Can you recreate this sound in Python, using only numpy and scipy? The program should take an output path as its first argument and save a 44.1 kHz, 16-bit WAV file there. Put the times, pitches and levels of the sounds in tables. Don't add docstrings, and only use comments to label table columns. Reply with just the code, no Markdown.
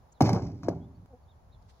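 import sys
import numpy as np
from scipy import signal
from scipy.fft import rfft, irfft
from scipy.io import wavfile
from scipy.ndimage import uniform_filter1d

SR = 44100
rng = np.random.default_rng(int(sys.argv[2]) if len(sys.argv) > 2 else 0)


def bounce(signal):
    frames = np.transpose(np.atleast_2d(signal))
    limited = np.clip(frames, -1, 1)
    pcm = np.round(limited * 32767).astype(np.int16)
    wavfile.write(sys.argv[1], SR, pcm)


def volts_from_db(level):
    exponent = np.asarray(level, float) / 20
    return 10 ** exponent


N = 79380

# (frequency [Hz], relative density [dB per Hz])
AIR_SPECTRUM = [(30, -14.5), (65, 4.5), (125, -4.5), (300, -21.5), (850, -14.5), (1400, -27), (2700, -39.5),
                (3700, -38.5), (7000, -41), (8500, -59.5), (10500, -41), (13000, -51.5), (15300, -45),
                (16600, -58)]
# (frequency [Hz], left-right correlation [0..1])
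AIR_CORRELATION = [(30, 0.85), (300, 0.83), (1000, 0.057), (4000, 0.033)]
# (centre time [s], length [s], level [dB], band centre [Hz], band width [Hz])
GRASS_RUSTLES = [(0.127, 0.012, -63, 6650, 1520), (1.627, 0.0074, -73.5, 5000, 2930),
                 (1.701, 0.03, -67.5, 3370, 4730), (1.777, 0.26, -76.5, 4400, 2500)]
# (start [s], length [s], level [dB], from [Hz], to [Hz], mid-call arch [Hz])
CHIRPS = [(0.13, 0.056, -75.5, 4400, 3270, 111), (.80, 0.065, -76.5, 3240, 3580, -4),
          (0.944, 0.027, -82, 4200, 4460, 144), (1.225, 0.022, -80.5, 4540, 4500, -12),
          (1.279, 0.048, -70.5, 3400, 3160, 426), (1.31, 0.026, -85, 4200, 3830, 95),
          (1.516, 0.046, -70.5, 3680, 3240, 250), (1.52, 0.039, -74, 4000, 4010, 151)]
# (time [s], fundamental [Hz], level [dB])
CLUCK = [(1.105, 272.3, -50), (1.125, 265, -52), (1.14, 241, -40), (1.158, 251, -51), (1.172, 258, -58)]
# (multiple of fundamental, level [dB])
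CLUCK_HARMONICS = [(1, -12), (2, -7.5), (3, -14)]
# (time [s], rattle level [dB], boom level [dB], grit level [dB])
SHUDDER = [(.206, -24.5, -26, -52), (.25, -28.5, -24, -43.5), (.36, -30.5, -36.5, -56),
           (.46, -44, -30.5, -64), (.55, -52.5, -41.5, -75.5), (.625, -62.5, -45.5, -79),
           (.64, -44, -39, -56.5), (.68, -40, -43, -76), (.70, -35.5, -40.5, -67.5),
           (.80, -52.5, -37.5, -83.5), (.92, -65, -53.5, -101), (1.06, -93, -51, -102)]
# (frequency [Hz], relative density [dB per Hz])
RATTLE_SPECTRUM = [(220, 8), (400, 4), (750, 2), (1100, -6), (1500, -18.5), (3000, -32)]
# (frequency [Hz], relative density [dB per Hz])
GRIT_SPECTRUM = [(900, -7), (2100, 14), (3400, 2.5), (4600, 14.5), (6400, 11), (8600, -13), (10400, 10),
                 (13000, -30.5), (15300, 2), (16500, -74)]
# (time [s], tray level [dB], knock level [dB], settled knock pitch [Hz], grit level [dB])
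BLOWS = [(0.2070, -33.5, -15.5, 760, -32.5), (.2102, -40, -12.5, 247, -50), (0.2122, -36, -14.5, 730, -56),
         (0.2193, -41, -12, 104.4, -28), (.2590, -35, -32, 900, -36.5), (.2920, -35, -19.5, 736, -38.5),
         (0.33, -39, -14.5, 174, -36), (.3470, -32, -31, 430, -44), (.3750, -45, -28.5, 754, -62),
         (0.633, -51.5, -38, 1115, -52), (.6843, -39, -13, 504, -41), (0.6861, -40.5, -18, 309, -70)]
# (frequency [Hz], relative level [dB], T60 [s])
TRAY_MODES = [(87, -2, .7), (108, 6, .25), (128, -4, .4), (167, 2, .35), (190, -2, .5), (268, 0, .2),
              (312, -7, .5), (386, -6, .6), (480, -9, .4), (587, -11, .5), (678, -10, .3), (778, -5, .12),
              (921, -9, .12)]
# (frequency [Hz], relative level [dB], T60 [s])
RIM_MODES = [(5360, -14, .04), (6406, -14, .07)]
# (frequency [Hz], left minus right [dB])
PORT_BALANCE = [(250, 0), (700, 7), (1300, -1.5), (15000, -.6)]
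# (frequency [Hz], left lead [rad])
PORT_PHASE = [(0, 0), (1030, -.3), (2760, 2.6), (6900, 5.0), (10200, 9.0), (16400, 14.0)]

AIR_DB = -57
CHIRP_WOBBLE_HZ, CHIRP_FLUTTER_DB = 45, 2.5
CHIRP_ECHO_S, CHIRP_ECHO_DB = .014, -11
GRAIN_SPREAD_DB = 2.5
RATTLES_PER_S, RATTLE_T60_CYCLES, BOOM_T60_CYCLES = 1500, 65, 21.7
DULLING_DB_PER_OCTAVE = 0.21
GRIT_GRAINS_PER_S, GRIT_HISS = 1800, .5
TRICKLE_CUT_HZ, BASS_CUT_HZ = 8000, 63
CONTACT_HZ = 900
KNOCK_CYCLES = 4.68
KNOCK_SAG, KNOCK_SAG_CYCLES = 0.96, 0.24
CRACK_DB, CRACK_LOW_HZ, CRACK_HIGH_HZ = -31, 800, 2600
BURST_RISE_S, CRACK_T60_S, GRIT_T60_S = .0005, .018, .028
SCATTER_DB, SCATTER_T60_S, SCATTER_ABOVE_HZ = -4, 0.028, 900


def rms_one(x):
    return x / np.sqrt(np.mean(x ** 2) + 1e-20)


def filtered(x, order, hz, kind="low"):
    return signal.sosfilt(signal.butter(order, hz, kind, fs=SR, output="sos"), x)


def in_time(rows, outside=None):
    s, *columns = np.transpose(rows)
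    return [np.interp(np.arange(N) / SR, s, c, left=outside, right=outside) for c in columns]


def at_hz(points, hz):
    p = np.array(points, float)
    return np.interp(np.log(hz + 1), np.log(p[:, 0] + 1), p[:, 1])


def coloured(x, gain):
    hz = np.arange(N + 1) * SR / (2 * N)
    return irfft(rfft(x, 2 * N) * gain(hz), 2 * N)[..., :N]


def drift(corner_hz):
    r = np.exp(-2 * np.pi * corner_hz * 40 / SR)
    noise = rng.standard_normal(N // 40 + 2002)
    slow = signal.lfilter([1], [1, -2 * r, r * r], noise)[2000:]
    return np.interp(np.arange(N) / 40, np.arange(len(slow)), rms_one(slow))


def ring(clicks, hz, t60_s):
    r = volts_from_db(-60 / (t60_s * SR))
    w = 2 * np.pi * hz / SR
    return signal.lfilter([0, np.sin(w)], [1, -2 * r * np.cos(w), r * r], clicks + 1e-18)


def burst(clicks, t60_s):
    rise = np.exp(-1 / (BURST_RISE_S * SR))
    poles = np.convolve([1, -rise], [1, -volts_from_db(-60 / (t60_s * SR))])
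    return signal.lfilter([1 - rise], poles, clicks + 1e-18)


def grains(per_s):
    sizes = volts_from_db(GRAIN_SPREAD_DB * np.minimum(rng.exponential(1, N), 5))
    return sizes * rng.choice([-1, 1], N) * (rng.random(N) < per_s / SR)


def air(patchy_db):
    def correlation(hz):
        return np.clip(at_hz(AIR_CORRELATION, hz), 0, 1)

    mid, side = rng.standard_normal((2, N))
    mid = coloured(mid, lambda hz: volts_from_db(at_hz(AIR_SPECTRUM, hz)) * np.sqrt(1 + correlation(hz)))
    side = coloured(side, lambda hz: volts_from_db(at_hz(AIR_SPECTRUM, hz)) * np.sqrt(1 - correlation(hz)))
    both = rms_one(np.array([mid + side, mid - side]))
    low = signal.sosfiltfilt(signal.butter(2, 250, fs=SR, output="sos"), both)
    rumble = low * volts_from_db(patchy_db * drift(2.7))
    rest = (both - low) * volts_from_db(0.69 * drift(0.51))
    return volts_from_db(AIR_DB) * (rumble + rest)


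def rustles():
    t, out = np.arange(N) / SR, 0
    grainy = np.array([rms_one(grains(3300)), rms_one(grains(3100))])
    for s, length_s, db, hz, width_hz in GRASS_RUSTLES:
        band = filtered(grainy, 2, [hz - width_hz / 2, hz + width_hz / 2], "band")
        swell = np.exp(-((t - s) * 2 / length_s) ** 2)
        out = out + volts_from_db(db) * swell * rms_one(band)
    return out


def birds():
    out, wobble = np.zeros(N), drift(160.0)
    for s, length_s, db, from_hz, to_hz, arch_hz in CHIRPS:
        u = np.arange(int(length_s * SR)) / (length_s * SR)
        span = slice(int(s * SR), int(s * SR) + len(u))
        arch = np.sin(np.pi * u)
        hz = from_hz + (to_hz - from_hz) * u + arch_hz * arch + CHIRP_WOBBLE_HZ * wobble[span]
        out[span] += volts_from_db(db) * arch ** .5 * np.sin(2 * np.pi * np.cumsum(hz) / SR)
    out = out * volts_from_db(CHIRP_FLUTTER_DB * drift(159.0))
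    return out + volts_from_db(CHIRP_ECHO_DB) * np.roll(out, int(CHIRP_ECHO_S * SR))


def hen():
    hz, db = in_time(CLUCK)
    on = in_time([(CLUCK[0][0], 1), (CLUCK[-1][0], 1)], outside=0)[0]
    gate = uniform_filter1d(on, size=400)
    phase = 2 * np.pi * np.cumsum(hz) / SR
    return gate * volts_from_db(db) * sum(volts_from_db(d) * np.cos(k * phase) for k, d in CLUCK_HARMONICS)


def shudder(spray):
    rattle_db, boom_db, grit_db = in_time(SHUDDER, outside=-120)
    taps = grains(RATTLES_PER_S)
    mode_hit = rng.integers(0, 30, N)
    fade_db = rattle_db - rattle_db.max()
    rattle = np.zeros(N)
    for k, hz in enumerate(np.geomspace(240, 3000, 30)):
        tilt_db = DULLING_DB_PER_OCTAVE * fade_db * np.log2(hz / CONTACT_HZ * 2)
        gain = volts_from_db(at_hz(RATTLE_SPECTRUM, hz) + tilt_db) * hz
        rattle += gain * ring(taps * (mode_hit == k), hz, RATTLE_T60_CYCLES / hz)
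    rattle = rattle / np.std(rattle[rattle_db > -99])

    boom = np.zeros(N)
    for hz, db, _ in TRAY_MODES[:6]:
        boom += volts_from_db(db) * rms_one(ring(rng.standard_normal(N), hz, BOOM_T60_CYCLES / hz))

    grit = rms_one(grains(GRIT_GRAINS_PER_S)) + GRIT_HISS * rng.standard_normal(N)
    grit = coloured(grit, lambda hz: volts_from_db(at_hz(GRIT_SPECTRUM, hz)))
    trickle = volts_from_db(grit_db + 3.0 * drift(82.0)) * rms_one(filtered(grit, 4, TRICKLE_CUT_HZ))
    return volts_from_db(rattle_db) * rattle + volts_from_db(boom_db) * rms_one(boom) + spray * rms_one(grit) + trickle


def blows():
    s, tray_db, knock_db, knock_hz, grit_db = np.transpose(BLOWS)
    at = (s * SR).astype(int)
    chance_db = rng.normal(0, 3.3, (len(s), len(TRAY_MODES)))
    tray, knocks, crack, grit_clicks = np.zeros((4, N))
    for k, (hz, db, t60_s) in enumerate(TRAY_MODES):
        clicks = np.zeros(N)
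        clicks[at] = volts_from_db(tray_db + db + chance_db[:, k]) * (-1) ** k
        tray += ring(clicks, hz, t60_s)
    tray = filtered(tray, 2, CONTACT_HZ)

    t = np.arange(6000) / SR
    for i, db, hz in zip(at, knock_db, knock_hz):
        u = t * hz * 2 * np.pi / KNOCK_CYCLES
        envelope = np.e * u * np.exp(-u)
        turns = hz * t + KNOCK_SAG * KNOCK_SAG_CYCLES * (1 - np.exp(-hz * t / KNOCK_SAG_CYCLES))
        knocks[i:i + len(t)] += volts_from_db(db) * envelope * np.sin(2 * np.pi * turns)

    crack[at] = volts_from_db(knock_db + CRACK_DB)
    noise = filtered(rng.standard_normal(N), 2, [CRACK_LOW_HZ, CRACK_HIGH_HZ], "band")
    crack = burst(crack, CRACK_T60_S) * rms_one(noise)

    grit_clicks[at] = volts_from_db(grit_db)
    rim = sum(ring(volts_from_db(db) * grit_clicks, hz, t60_s) for hz, db, t60_s in RIM_MODES)
    return tray + knocks + crack + rim, burst(grit_clicks, GRIT_T60_S)


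def two_ports(x):
    def half(hz):
        phase = np.interp(hz, *np.transpose(PORT_PHASE))
        return volts_from_db(at_hz(PORT_BALANCE, hz) / 2) * np.exp(.5j * phase)

    decay = volts_from_db(-60 * np.arange(2048) / (SCATTER_T60_S * SR))
    tails = rng.standard_normal((2, 2048)) * decay
    bright = filtered(x, 1, SCATTER_ABOVE_HZ, "high")
    scatter = [volts_from_db(SCATTER_DB) * signal.fftconvolve(bright, tail / np.linalg.norm(tail))[:N]
               for tail in tails]
    direct = np.array([coloured(x, half), coloured(x, lambda hz: 1 / half(hz))])
    return direct + scatter


def scene():
    struck, spray = blows()
    barrow = filtered(struck + shudder(spray), 2, BASS_CUT_HZ, "high")
    chirps = birds() * volts_from_db(np.array([[-1.5], [1.5]]))
    return air(patchy_db=2.5) + rustles() + chirps + hen() + two_ports(barrow)


def top_cut(x):
    return signal.sosfilt(signal.butter(12, 16810, fs=SR, output="sos"), x)


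def record(dry):
    return top_cut(dry)


dry = scene()
out = record(dry)
bounce(out)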